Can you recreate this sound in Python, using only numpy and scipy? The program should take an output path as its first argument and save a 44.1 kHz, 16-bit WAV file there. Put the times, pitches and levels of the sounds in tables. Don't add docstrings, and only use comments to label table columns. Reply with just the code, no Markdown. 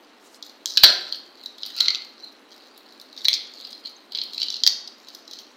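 import sys
import numpy as np
from scipy import signal
from scipy.fft import rfft, irfft, next_fast_len
from scipy.io import wavfile

SR = 44100
rng = np.random.default_rng(int(sys.argv[2]) if len(sys.argv) > 2 else 0)


def digitize_waveform(pressure):
    field = np.atleast_2d(pressure).T
    bounded = np.clip(field, -1, 1)
    quanta = np.round(bounded * 32767).astype(np.int16)
    wavfile.write(sys.argv[1], SR, quanta)


N = 245322
CRACK_SIZE = 2048
LEVEL_WINDOW_S = .003


def from_db(db):
    return 10 ** (np.asarray(db) / 20)


def unit_energy(x):
    return x / np.sqrt(np.sum(x ** 2) + 1e-20)


def at_hz(points, hz):
    knots, values = np.transpose(points)
    return np.interp(np.log(np.maximum(hz, 1)), np.log(knots), values)


def bands_of(rows, hz):
    table = np.array(rows)
    return [np.interp(np.log(hz), np.log(table[:, 0]), column) for column in table[:, 1:].T]


def at_time(rows, s):
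    times, *columns = np.transpose(rows)
    return [np.interp(s, times, column) for column in columns]


def bins(size):
    return np.arange(size // 2 + 1) * SR / size


def resonance(ratio, q):
    return ratio / q / np.hypot(1 - ratio ** 2, ratio / q)


def above(ratio, order):
    return 1 - 1 / (1 + ratio ** order)


def causal(gain):
    cepstrum = irfft(np.log(gain + 1e-9))
    half = len(cepstrum) // 2
    cepstrum[1:half] *= 2
    cepstrum[half + 1:] = 0
    return np.exp(rfft(cepstrum))


def noise(spectrum):
    size = 2 * next_fast_len(N // 2 + 1)
    white = rfft(rng.standard_normal(size))
    coloured = irfft(white * from_db(at_hz(spectrum, bins(size))))
    return unit_energy(coloured[:N]) * np.sqrt(N)


def add(track, s, sound):
    start = max(round(s * SR), 0)
    track[start:start + len(sound)] += sound[:max(N - start, 0)]


def swells(rows, rest_db):
    t, db = np.arange(N) / SR, rest_db
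    for s, peak_db, build_s, release_s, *_ in rows:
        swell_db = peak_db - 20 * np.maximum((s - t) / build_s, (t - s) / release_s)
        db = np.where(t > s - build_s, np.maximum(db, swell_db), db)
    return db


# multiple [of its lowest mode], level_db [dB]
PIECE_MODES = [(1, 5.5), (1.5, 1), (1.85, -1), (2.25, -6.5)]
# [dB, on the upper modes]
GRIP = [(.66, 1670, -14.5, 4), (.78, 1668, 2, -0.5), (.86, 1592, 3, -5), (1.15, 1600, 5, -3),
        (1.8, 1377, -0.5, 1.5), (2.1, 1410, -1.5, 2), (3.25, 2090, 3, -0.5), (3.34, 2343, 1.5, 7),
        (3.6, 2307, 0.5, -5), (4.2, 2248, 1.5, -5), (4.42, 2216, -11, -1), (4.67, 2013, -4.5, 7)]
# freq_hz [Hz], gain_db [dB]
MICROPHONE = [(30, -26), (165, -44), (215, -34), (1000, -21), (2500, -18.5), (3500, -11.5), (3900, -2.5),
              (4200, 3), (4700, -4.5), (5500, -13.5), (6800, -20), (8000, -27.5), (10800, -30),
              (14300, -21.5), (16000, -32.5)]


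def crack(s, tear_ms, mode_hz, treble_db, bass_db, hollow_db, lead_db=0, rise_ms=0.15, mode_q=13, hollow_q=4,
          dense_db=-3, breaks_db=2, breaks_per_s=7000, treble_hz=7400, damping_hz=7200, far_overtones_db=-4,
          crisp_hz=5000):
    ms, hz = np.arange(CRACK_SIZE) / SR * 1000, bins(CRACK_SIZE)
    breaks = rng.standard_normal(CRACK_SIZE) * (rng.random(CRACK_SIZE) < breaks_per_s / SR)
    run = (1 - np.exp(-ms / rise_ms)) * np.exp(-ms / max(tear_ms, .1))
    force = from_db(breaks_db) * unit_energy(breaks * run)
    force[0] += from_db(lead_db)
    ratio = hz / mode_hz
    modes = sum((from_db(db) * resonance(ratio / multiple, mode_q)) ** 2 for multiple, db in PIECE_MODES)
    ringing = modes * (1 - above(hz / damping_hz, order=12)) + from_db(dense_db) ** 2
    overtones = from_db(far_overtones_db * above(ratio / 3.15, order=10)) ** 2
    radiating = above(ratio / 0.9257, order=28) * overtones
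    hollow_hz, cupped_db, crisp_db = at_time(GRIP, s)
    hollow = from_db(hollow_db + cupped_db) * resonance(hz / hollow_hz, hollow_q) ** 2
    body = np.sqrt(radiating * ringing + hollow ** 2 + from_db(bass_db) ** 2)
    upper_modes = above(hz / crisp_hz, order=20) * (1 - above(hz / damping_hz, order=20))
    treble = treble_db * above(hz / treble_hz, order=8)
    colour_db = crisp_db * upper_modes + treble + at_hz(MICROPHONE, hz)
    return unit_energy(irfft(rfft(force) * causal(body * from_db(colour_db))))


# [dB per Hz, relative]
AIR = [(120, -48.5), (200, -9), (278, -4.5), (516, -9.5), (619, -10), (890, -11), (958, -13.5),
       (1050, -11.5), (1460, -14), (2380, -18), (2610, -17.5), (3020, -17.5), (4190, -22), (6600, -46),
       (15500, -49.5)]
AIR_DB = -53


def room_air(low_cut_hz=205, rumble_db=-84):
    low_cut = signal.butter(8, low_cut_hz, "high", fs=SR, output="sos")
    hush = signal.sosfilt(low_cut, noise(AIR))
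    rumble = noise([(20, -1.0), (60, -7.0), (110, -3.0), (200, 0), (600, -57.5)])
    return from_db(AIR_DB) * hush + from_db(rumble_db) * rumble


# [Hz, lowest mode of the fragments before their size spread]
PRESSES = [(.44, -51, 0.029, 0.17, 3620), (.664, -32, 0.0075, 0.29, 4300),
           (.86, -20.5, 0.0236, 0.124, 3000), (1.08, -37.5, 0.32, 0.201, 3215),
           (1.43, -47.5, 0.187, 0.14, 4027), (1.66, -39.5, 0.118, .25, 3212), (1.8, -26, 0.084, .12, 2450),
           (1.97, -41.5, .3, 0.073, 2500), (2.24, -43.5, 0.115, 0.159, 4266),
           (2.52, -51.5, .08, 0.68, 3850), (2.82, -52.5, .5, 1, 3725), (3.21, -41.5, 0.097, 0.98, 3486),
           (3.34, -42, 0.37, 0.127, 3140), (3.65, -42, 0.376, .22, 3040),
           (3.87, -37.5, 0.0505, 0.063, 3486), (4.17, -30.5, 0.063, 0.096, 3109),
           (4.42, -29, 0.1165, .095, 3132), (4.7, -39, .1, 0.097, 2986), (5.1, -46.5, .2, 0.201, 3204),
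           (5.33, -42, 0.116, 0.22, 3450)]
HOLD_DB = -64
MEDIUM_PRESS_DB = -41
DUST_TREBLE_DB, DUST_PER_DB = -2, -.55


def fragment_hz(s, size, highest_hz=3900):
    press = min(PRESSES, key=lambda row: abs(row[0] - s))
    return min(press[-1] * np.exp(size), highest_hz)


def crumbling(per_s=520, spread_db=4.8, size_spread=0.24, tear_ms=0.39, treble_spread_db=3, bass_db=-19,
              hollow_db=-5, count=200):
    press_db = swells(PRESSES, HOLD_DB)
    sizes = from_db(spread_db * np.minimum(rng.exponential(1, N), 3)) * rng.choice([-1, 1], N)
    breaks = unit_energy(sizes * (rng.random(N) < per_s / SR)) * np.sqrt(N) * from_db(press_db)
    out = np.zeros(N)
    turns = np.array_split(np.arange(N), count)
    for turn, (size, sharpness) in zip(turns, rng.standard_normal((count, 2))):
        s = turn[0] / SR
        harder_db = press_db[turn].max() - MEDIUM_PRESS_DB
        treble_db = DUST_TREBLE_DB + DUST_PER_DB * harder_db + treble_spread_db * sharpness
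        fragment = crack(s, tear_ms, fragment_hz(s, size_spread * size), treble_db, bass_db, hollow_db)
        add(out, s, signal.fftconvolve(breaks[turn], fragment))
    return out


# [s, each over 20 dB]
GLOVE_SLIDES = [(.27, -54.5, 0.09, 0.05), (.36, -53, 0.12, 0.04), (2.56, -68, .1, 0.03)]
# [dB per Hz, relative]
GLOVE_HISS = [(2500, -20), (4800, 0), (6200, -1), (7700, -2), (10000, -8), (15000, -16)]
GLOVE_REST_DB = -71.5


def glove_slides():
    return from_db(swells(GLOVE_SLIDES, GLOVE_REST_DB)) * noise(GLOVE_HISS)


# start_s [s], level_db [dB], treble_db [dB]
TICKS = [(.345, -44, 7.5), (0.426, -29.5, -0.5), (0.4643, -42, 14), (.4957, -39.5, 7.5),
         (0.7619, -27.5, -15.5), (1.0891, -38.5, 3.5), (1.1246, -18, -45), (1.1464, -29.5, -20.5),
         (1.4369, -38, 10), (1.4598, -25.5, -2.5), (1.583, -37.5, 4), (1.6327, -22.5, -36.5),
         (1.663, -29, 15), (1.765, -29.5, 11.5), (1.7797, -27, 2), (1.9739, -32, -9), (2.0189, -31.5, -5),
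         (2.0481, -35, 5), (2.777, -43, 23), (2.9235, -45, 7.5), (2.9988, -38.5, 7), (3.014, -38, 13.5),
         (3.1282, -40, 4.5), (3.1648, -38.5, 2), (3.1765, -31, -22.5), (3.208, -36.5, -4.5),
         (3.601, -35, 0), (3.6503, -30, -30), (3.7294, -32, -8), (3.8578, -32, -7), (4.1214, -30, 1),
         (4.1493, -21.5, -39.5), (4.155, -24.5, -17), (4.1731, -29, -15.5), (4.1868, -20, -38),
         (4.2152, -19.5, -37.5), (4.237, -30, 5), (4.334, -29.5, 1), (4.346, -29, 3), (4.38, -20.5, -6.5),
         (4.402, -27, -1), (4.484, -22, -19), (4.5257, -28, -3.5), (4.5416, -22.5, -13.5),
         (4.5572, -29.5, -18.5), (4.566, -27, -3.5), (4.603, -31.5, -18), (4.8755, -30, -.5),
         (5.086, -36, 8.5), (5.1486, -33, 12.5), (5.2782, -36.5, 4), (5.3118, -34, 5), (5.334, -31.5, 2),
         (5.3882, -33.5, -0.5)]


def ticks(size_spread=0.065, tear_ms=2.2, bass_db=-17, hollow_db=-7):
    out = np.zeros(N)
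    for s, level_db, treble_db in TICKS:
        mode_hz = fragment_hz(s, size_spread * rng.standard_normal())
        flake = crack(s, tear_ms, mode_hz, treble_db, bass_db, hollow_db, lead_db=-2.5, rise_ms=0.32)
        add(out, s, from_db(level_db) * np.sqrt(LEVEL_WINDOW_S * SR) * flake)
    return out


# [dB, send to the kitchen]
SNAPS = [(0.6584, -18, 0.16, 3317, 0, -10), (.773, -7, 3.5, 3030, -3, -10),
         (0.7778, -10, 0.58, 2540, -11, -5.5), (0.8317, -19, 3.1, 3420, -1, -21),
         (0.8352, 7, 3.08, 2184, -7.5, -15.5), (0.8413, 5.5, 3.12, 3140, -9.5, -7.5),
         (0.8645, -16, 1.6, 2980, -8, -10.5), (0.9013, -14.5, 3.6, 2990, -4.5, -23.5),
         (1.805, -11.5, 1.65, 3230, -1, -10.5), (1.808, -8, 1.42, 2165, -3.5, -4),
         (1.859, -19.5, 2.65, 2410, -15.5, -4.5), (1.8831, -8, 2, 2090, -14, -8),
         (1.905, -16, 1.86, 2350, -10, -11), (1.948, -19, 0.77, 2500, -16, -16),
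         (1.9556, -21, 2.5, 2720, -8.5, -7), (3.247, -23.5, 4, 2970, 6.5, -12),
         (3.2527, -11.5, 4.8, 3912, -17.5, -7.5), (3.2842, -6.5, 0.394, 3400, -3.5, -7),
         (3.2883, -16, 1.54, 3420, -19.5, -21), (3.3307, -13.5, 0.57, 3020, -12, -5),
         (3.339, -12.5, 9.5, 3500, -3, -26), (4.4172, -16.5, 2.14, 3144, -24, -3.5),
         (4.431, -18.5, 1.9, 3150, -2.5, -21), (4.503, -21, 1.63, 3703, -7.5, -3),
         (4.636, -10, 2.03, 3197, -6, -8.5), (4.665, -7.5, 1.4, 3260, -3, -25),
         (4.6748, -4, 2.26, 3172, -4, -7)]
SNAP_BASS_DB, BASS_PER_DB = -8, 0.8725
SNAP_HOLLOW_DB, HOLLOW_PER_DB = 3, .15


def snaps():
    direct, sent = np.zeros((2, N))
    for s, level_db, tear_ms, mode_hz, treble_db, room_db in SNAPS:
        bass_db = SNAP_BASS_DB + BASS_PER_DB * level_db
        hollow_db = SNAP_HOLLOW_DB + HOLLOW_PER_DB * level_db
        fracture = crack(s, tear_ms, mode_hz, treble_db, bass_db, hollow_db)
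        sound = from_db(level_db) * np.sqrt(LEVEL_WINDOW_S * SR) * fracture
        add(direct, s, sound)
        add(sent, s, sound * from_db(room_db))
    return direct, sent


# start_s [s], level_db [dB]
PLATE_HITS = [(1.765, -48.5), (1.81, -47.5), (1.889, -49.5)]
# pitch_hz [Hz], level_db [dB], t60_s [s]
PLATE_MODES = [(1350, -3, 0.44), (1435, -1.5, 0.81)]


def plate():
    out, t = np.zeros(N), np.arange(SR) / SR
    for s, level_db in PLATE_HITS:
        for hz, mode_db, t60 in PLATE_MODES:
            decay = np.exp(-np.log(1000) * t / t60)
            add(out, s, from_db(level_db + mode_db) * decay * np.sin(2 * np.pi * hz * t))
    return out


# [dB, rms at the peak]
SQUEAKS = [(2.225, 4140, 0.033, -36), (2.256, 4198, 0.0417, -44), (3.635, 4880, 0.0294, -40),
           (3.722, 4140, 0.055, -43.5), (3.845, 4170, 0.028, -33.5), (3.958, 6330, 0.017, -49.5)]


def squeaks(waver_hz=45, count=8):
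    out = np.zeros(N)
    for s, hz, length_s, level_db in SQUEAKS:
        along = np.linspace(0, 1, int(length_s * SR))
        waver = np.interp(along, np.linspace(0, 1, count), rng.standard_normal(count))
        tone = np.sin(2 * np.pi * np.cumsum(hz + waver_hz * waver) / SR)
        add(out, s, from_db(level_db) * np.sqrt(2) * np.sin(np.pi * along) ** 2 * tone)
    return out


def table_top(x, echo_db=-10, fade_s=0.012, first_s=.0012, echoes_per_s=1800):
    t = np.arange(CRACK_SIZE) / SR
    arrivals = (rng.random(CRACK_SIZE) < echoes_per_s / SR) * (t > first_s)
    echoes = rng.choice([-1, 1], CRACK_SIZE) * arrivals
    return x + from_db(echo_db) * signal.oaconvolve(x, unit_energy(echoes * np.exp(-t / fade_s)))[:N]


# [dB, relative]
KITCHEN = [(300, 0.72, 6), (1490, 0.5745, 2), (4180, 0.493, -4), (7120, 0.42, -4.5), (14000, 0.33, -2.5)]


def kitchen(x, build_s=0.0069, count=9):
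    t, tail = np.arange(SR) / SR, 0
    edges = np.geomspace(150, 18000, count + 1)
    for low, high in zip(edges, edges[1:]):
        band_pass = signal.butter(2, [low, high], "band", fs=SR, output="sos")
        band = signal.sosfilt(band_pass, rng.standard_normal(SR))
        t60, level_db = bands_of(KITCHEN, np.sqrt(low * high))
        tail = tail + band * from_db(level_db - 60 * t / t60)
    return signal.oaconvolve(x, unit_energy(tail * (1 - np.exp(-t / build_s))))[:N]


def scene(tick_room_db=-6, squeak_room_db=-11, crumble_room_db=-6.5, plate_room_db=-6, crumble_db=-1.0):
    big, big_sent = snaps()
    flakes, rubs, china = ticks(), squeaks(), plate()
    grit = from_db(crumble_db) * crumbling()
    small_sent = from_db(tick_room_db) * flakes + from_db(crumble_room_db) * grit
    other_sent = from_db(squeak_room_db) * rubs + from_db(plate_room_db) * china
    room = kitchen(big_sent + small_sent + other_sent)
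    close = table_top(big + flakes + grit) + rubs + china
    return (close + room + glove_slides() + room_air())[None]


def record(dry, offset=0.035, cutoff_hz=15800):
    clipped = np.clip(dry, -1 + offset, 1)
    return signal.sosfilt(signal.ellip(10, .2, 80, cutoff_hz, fs=SR, output="sos"), clipped)


dry = scene()
out = record(dry)
digitize_waveform(out)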